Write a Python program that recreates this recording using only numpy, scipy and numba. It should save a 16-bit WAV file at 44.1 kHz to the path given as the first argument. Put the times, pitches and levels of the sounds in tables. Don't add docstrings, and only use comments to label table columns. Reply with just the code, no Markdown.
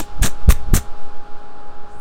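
import sys
import numpy as np
from scipy import signal
from scipy.fft import rfft, irfft
from scipy.io import wavfile
from scipy.ndimage import uniform_filter1d
from numba import njit

SR = 44100
rng = np.random.default_rng(int(sys.argv[2]) if len(sys.argv) > 2 else 0)


def transcribe(signal):
    frames = np.atleast_2d(signal).T
    limited = np.clip(frames, -1, 1)
    pcm = np.round(limited * 32767).astype(np.int16)
    wavfile.write(sys.argv[1], SR, pcm)


N = 88376

# time_s, level_db, low_lift_db, mid_lift_db, top_lift_db, flap_db
RIP_SHAPES = [
    [(0, -27, 8, -5, 1, -18), (.005, -34, 11, 11.5, -9, -30.5), (.011, -32, -21, 1, 0, -26),
     (.03, -40, -12, 0.5, -13, -51), (.06, -55, 3, -6, -1, -45)],
    [(.221, -38, 0, 15, 2, -22), (.225, -25, -4.5, 3, 6.5, -25.5), (.233, -20, 2, -1.5, -6.5, -31),
     (.24, -21.5, -1, 3, -6, -27), (.25, -23, 4, 3.5, -3, -22), (.263, -25, 4, 1.5, -2, -36),
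     (.276, -25, -5.5, 1, -8.5, -23.5), (.279, -28, 6, -1.5, -5, -33.5), (.3, -55, -5, 4, 11, -48)],
    [(.488, -40, 2, 0, 0, -30), (.491, -14, 0.5, -6.5, -6, -26), (.497, -24.5, 2, 2, 3, -38),
     (.505, -15, 6.5, -4.5, -2.5, -29), (.515, -25.5, -9, 4, 4.5, -31), (.527, -29.5, 7, 1, 2.5, -35),
     (.53, -38, -6, -3, 6, -42), (.545, -53, 0, -5, -5, -50)],
    [(.7365, -44, 11, 13, 27.5, -28), (.7385, -30, -1.5, -1.5, 0, -24), (.7405, -20.5, 7, -4, -8, -40),
     (.747, -24, 1.5, 6.5, 6.5, -28), (.758, -22.5, 0.5, 4, 3, -23.5), (.77, -22.5, 3, 5.5, -1, -32),
     (.777, -24.5, 1, -2, 2, -28), (.78, -30, 5, 0.5, -2, -35), (.792, -32, -1.5, -4, -4.5, -42),
     (.81, -56, -9, 0, 2, -44)],
]
# start_s, level_db
LOUD_THREADS = [(.003, -15.5), (.2265, -24), (.2315, -5), (.2345, -16), (0.247, -18), (.2555, -25),
                (.26, -10), (0.264, -12.5), (0.271, -16), (0.491, -17), (.523, -16), (0.743, -20),
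                (0.7873, -20)]
SNAPS_PER_S, SNAP_SCATTER_DB, FUZZ_DB = 2500, 1.5, -3.5
BUNCH_DB, BUNCH_PER_S, CRACK_DECAY_S = 0.5, 350, .0007


def rips(t):
    gain, lift_db, flap_gain = np.zeros(N), np.zeros((3, N)), np.zeros(N)
    for shape in RIP_SHAPES:
        time_s, level_db, *lifts, flap_db = np.array(shape).T
        pulling = (t >= time_s[0]) & (t <= time_s[-1])
        gain[pulling] = undb(np.interp(t[pulling], time_s, level_db))
        flap_gain[pulling] = undb(np.interp(t[pulling], time_s, flap_db))
        lift_db[:, pulling] = [np.interp(t[pulling], time_s, lift) for lift in lifts]
    chance, polarity, size = rng.random((3, N))
    snap_gain = undb(-SNAP_SCATTER_DB * np.log(size + .03))
    snaps = (chance < SNAPS_PER_S / SR) * np.sign(polarity - .5) * snap_gain
    run = unit(snaps) + undb(FUZZ_DB) * rng.standard_normal(N)
    run *= undb(BUNCH_DB * walk(BUNCH_PER_S))
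    weave_rms = np.sqrt(np.mean(weave(run, (0, 0, 0)) ** 2))
    drive = run * gain
    crack = rng.standard_normal(N)
    for start_s, level_db in LOUD_THREADS:
        decay = (t >= start_s) * np.exp(-np.abs(t - start_s) / CRACK_DECAY_S)
        drive += undb(level_db) * crack * decay
    flap = unit(band(rng.standard_normal(N), hz=172, width_hz=360))
    flap *= uniform_filter1d(flap_gain, size=200)
    return weave(drive / weave_rms, lift_db), flap


CROSSOVERS_HZ = [2000, 5000, 10000]
# pitch_hz, width_hz, gain_db
WEAVE_MODES = [(291, 520, -3), (740, 840, -8), (1234, 680, 0.5), (1770, 700, -1.5), (2520, 1220, -4.5),
               (3783, 1540, -4), (6295, 2100, -2.5), (7390, 1000, -1.5), (8395, 2150, -2.5),
               (10870, 5800, -10.5), (14300, 6700, -4.5)]
FLUTTER_DB, FLUTTER_PER_S = 2, 500


def weave(drive, lift_db):
    low, mid, top = lift_db
    out = np.zeros(N)
    for k, (pitch_hz, width_hz, gain_db) in enumerate(WEAVE_MODES):
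        range_db = (low, 0, mid, top)[np.searchsorted(CROSSOVERS_HZ, pitch_hz)]
        gain = undb(gain_db + range_db + FLUTTER_DB * walk(FLUTTER_PER_S))
        out += (-1) ** k * band(drive * gain, pitch_hz, width_hz)
    return out


# peak_s, signed_peak, rise_ms, fall_ms
JOLTS = [(.008, 0.036, 1.4, 0.48), (0.197, -0.18, 1.6, 0.72), (0.219, 0.84, 2.4, 2.16),
         (0.232, -.2, 1.9, 2.7), (0.243, 0.2, 1.6, 7.5), (0.249, -0.26, 1.3, 1.25), (.481, .6, 1.46, 1.2),
         (.485, -0.61, 1.3, 2.5), (.489, -2.4, 0.92, 0.81), (.4945, 1.55, 1.88, 3.5), (.506, -.3, 2.4, 1),
         (.523, -0.16, 2.4, 1.7), (0.527, .3, 2.2, 2), (0.688, -0.1, 0.49, 3), (.731, -0.52, 7.7, 1.27),
         (0.7357, -1.9, 1.78, 0.9), (.7385, 0.44, 0.81, 0.38), (0.743, 0.31, 1.8, 8.8),
         (.756, 0.61, 0.89, 3.1), (.778, 0.23, 2, 2.7), (0.788, 0.3, 1.5, 4.3)]
# peak_s, signed_peak, width_ms
AIR_SWELLS = [(0.018, -0.17, 17), (0.182, 0.26, 40), (0.292, -0.38, 41), (.39, 0.23, 26),
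              (0.448, 0.52, 16.4), (0.516, -0.52, 14.4), (0.556, .35, 14), (0.608, -.3, 27.9),
              (.69, 0.26, 27.8), (0.771, -0.32, 19), (.91, 0.27, 19.3), (1.032, -.36, 43.5),
              (1.172, .32, 37.2), (1.342, 0.3, 32.7), (1.55, -0.11, 220), (1.68, -0.087, 19),
              (1.798, 0.25, 46), (1.968, -0.073, 32)]


def pushes(t, rows):
    out = np.zeros(N)
    for peak_s, signed_peak, *widths_ms in rows:
        sigma_s = np.where(t < peak_s, widths_ms[0], widths_ms[-1]) / 1000
        out += signed_peak * np.exp(-.5 * ((t - peak_s) / sigma_s) ** 2)
    return out


# time_s, level_db
RUMBLE_LEVELS = [(0, -33.5), (.12, -39.5), (.2, -22), (.3, -37), (.37, -41.5), (.47, -29), (.55, -26),
                 (.62, -35), (.7, -22.5), (.8, -33), (.95, -42), (1.1, -47.5), (1.3, -47.5), (1.85, -49),
                 (2, -37.5)]


def rumble(t):
    noise = band(rng.standard_normal(N), hz=32.5, width_hz=46)
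    return unit(noise) * undb(np.interp(t, *np.array(RUMBLE_LEVELS).T))


# time_s, level_db, centre_hz
RUSTLE_SHAPE = [(0, -50, 3200), (.15, -56.5, 3100), (0.401, -54, 3000), (.9, -57, 3100), (1.2, -60, 3100),
                (1.45, -63.5, 3300), (1.85, -73, 4010), (1.93, -61, 7630), (1.985, -62.5, 8600),
                (2, -50, 9300)]


def rustle(t):
    time_s, level_db, centre_hz = np.array(RUSTLE_SHAPE).T
    friction = rng.standard_normal(N) * undb(0.99 * walk(per_s=59.8))
    brush = band(friction, np.interp(t, time_s, centre_hz), width_hz=4000)
    return unit(brush) * undb(np.interp(t, time_s, level_db))


# centre_hz, t60_s
ROOM_DECAYS = [(700, 0.16), (2000, 0.29), (4500, 0.19), (8000, 0.22), (13000, 0.14)]
ROOM_DB, ROOM_BUILD_S = -17, 0.0048


def room(x):
    t = np.arange(SR // 2) / SR
    tail = sum(band(rng.standard_normal(len(t)), centre_hz, 1.2 * centre_hz) * undb(-60 * t / t60_s)
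               for centre_hz, t60_s in ROOM_DECAYS)
    tail *= np.clip(t / ROOM_BUILD_S, 0, 1)
    tail /= np.sqrt(np.sum(tail ** 2))
    return signal.fftconvolve(x, tail)[:N] * undb(ROOM_DB)


# frequency_hz, relative_db
HISS_COLOUR = [(40, -4.5), (120, -7), (255, -1.5), (400, -3.5), (600, -3), (900, -6), (1350, -2),
               (1650, -11.5), (1950, -20), (3300, -22), (4900, -24.5), (5600, -33), (9500, -35.5),
               (11000, -51.5), (16000, -45)]
# pitch_hz, rms_db, waver_hz
MACHINE_TONES = [(206.2, -64, 1), (412.4, -52, 2), (618.7, -63, 1), (824.9, -44.5, .3), (1649.8, -71, .6),
                 (2474.5, -73, .8)]
HISS_DB, FLICKER_DB = -44, .5


def machine():
    bins_hz = np.fft.rfftfreq(N, 1 / SR) + 1
    frequency_hz, relative_db = np.array(HISS_COLOUR).T
    colour = undb(np.interp(np.log(bins_hz), np.log(frequency_hz), relative_db, left=-40))
    hiss = irfft(rfft(rng.standard_normal(N)) * colour, N)
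    out = unit(hiss) * undb(HISS_DB + FLICKER_DB * walk(per_s=25.4))
    for pitch_hz, rms_db, waver_hz in MACHINE_TONES:
        phase = 2 * np.pi * np.cumsum(pitch_hz + waver_hz * walk(per_s=8.1)) / SR
        out += np.sqrt(2) * undb(rms_db) * np.sin(phase)
    return out


def undb(db):
    return 10 ** (np.asarray(db) / 20)


def unit(x):
    return x / np.sqrt(np.mean(x ** 2))


def walk(per_s):
    hold = int(SR / per_s)
    steps = np.repeat(rng.standard_normal(N // hold + 1), hold)
    return unit(uniform_filter1d(uniform_filter1d(steps, hold), hold)[:N])


@njit
def svf(x, hz, width_hz):
    out, band_state, low_state = np.empty(len(x)), 0., 0.
    for i in range(len(x)):
        g, damping = np.tan(np.pi * hz[i] / SR), width_hz / hz[i]
        passed = (band_state + g * (x[i] - low_state)) / (1 + g * (g + damping))
        band_state = 2 * passed - band_state
        low_state += 2 * g * passed
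        out[i] = damping * passed
    return out


def band(x, hz, width_hz):
    hz, width_hz = hz + np.zeros(len(x)), float(width_hz)
    return svf(svf(x, hz, width_hz), hz, width_hz)


def scene():
    t = np.arange(N) / SR
    tear, flap = rips(t)
    cloth = tear + flap + room(tear)
    low_end = pushes(t, JOLTS) + pushes(t, AIR_SWELLS) + rumble(t)
    return (cloth + low_end + rustle(t) + machine())[None]


CLIP_AT, CLIP_HARDNESS, TOP_HZ = .96, 7, 15800


def record(dry):
    clipped = dry / (1 + np.abs(dry / CLIP_AT) ** CLIP_HARDNESS) ** (1 / CLIP_HARDNESS)
    low_pass = signal.ellip(11, .2, 100, TOP_HZ, fs=SR, output="sos")
    return signal.sosfilt(low_pass, clipped)


dry = scene()
out = record(dry)
transcribe(out)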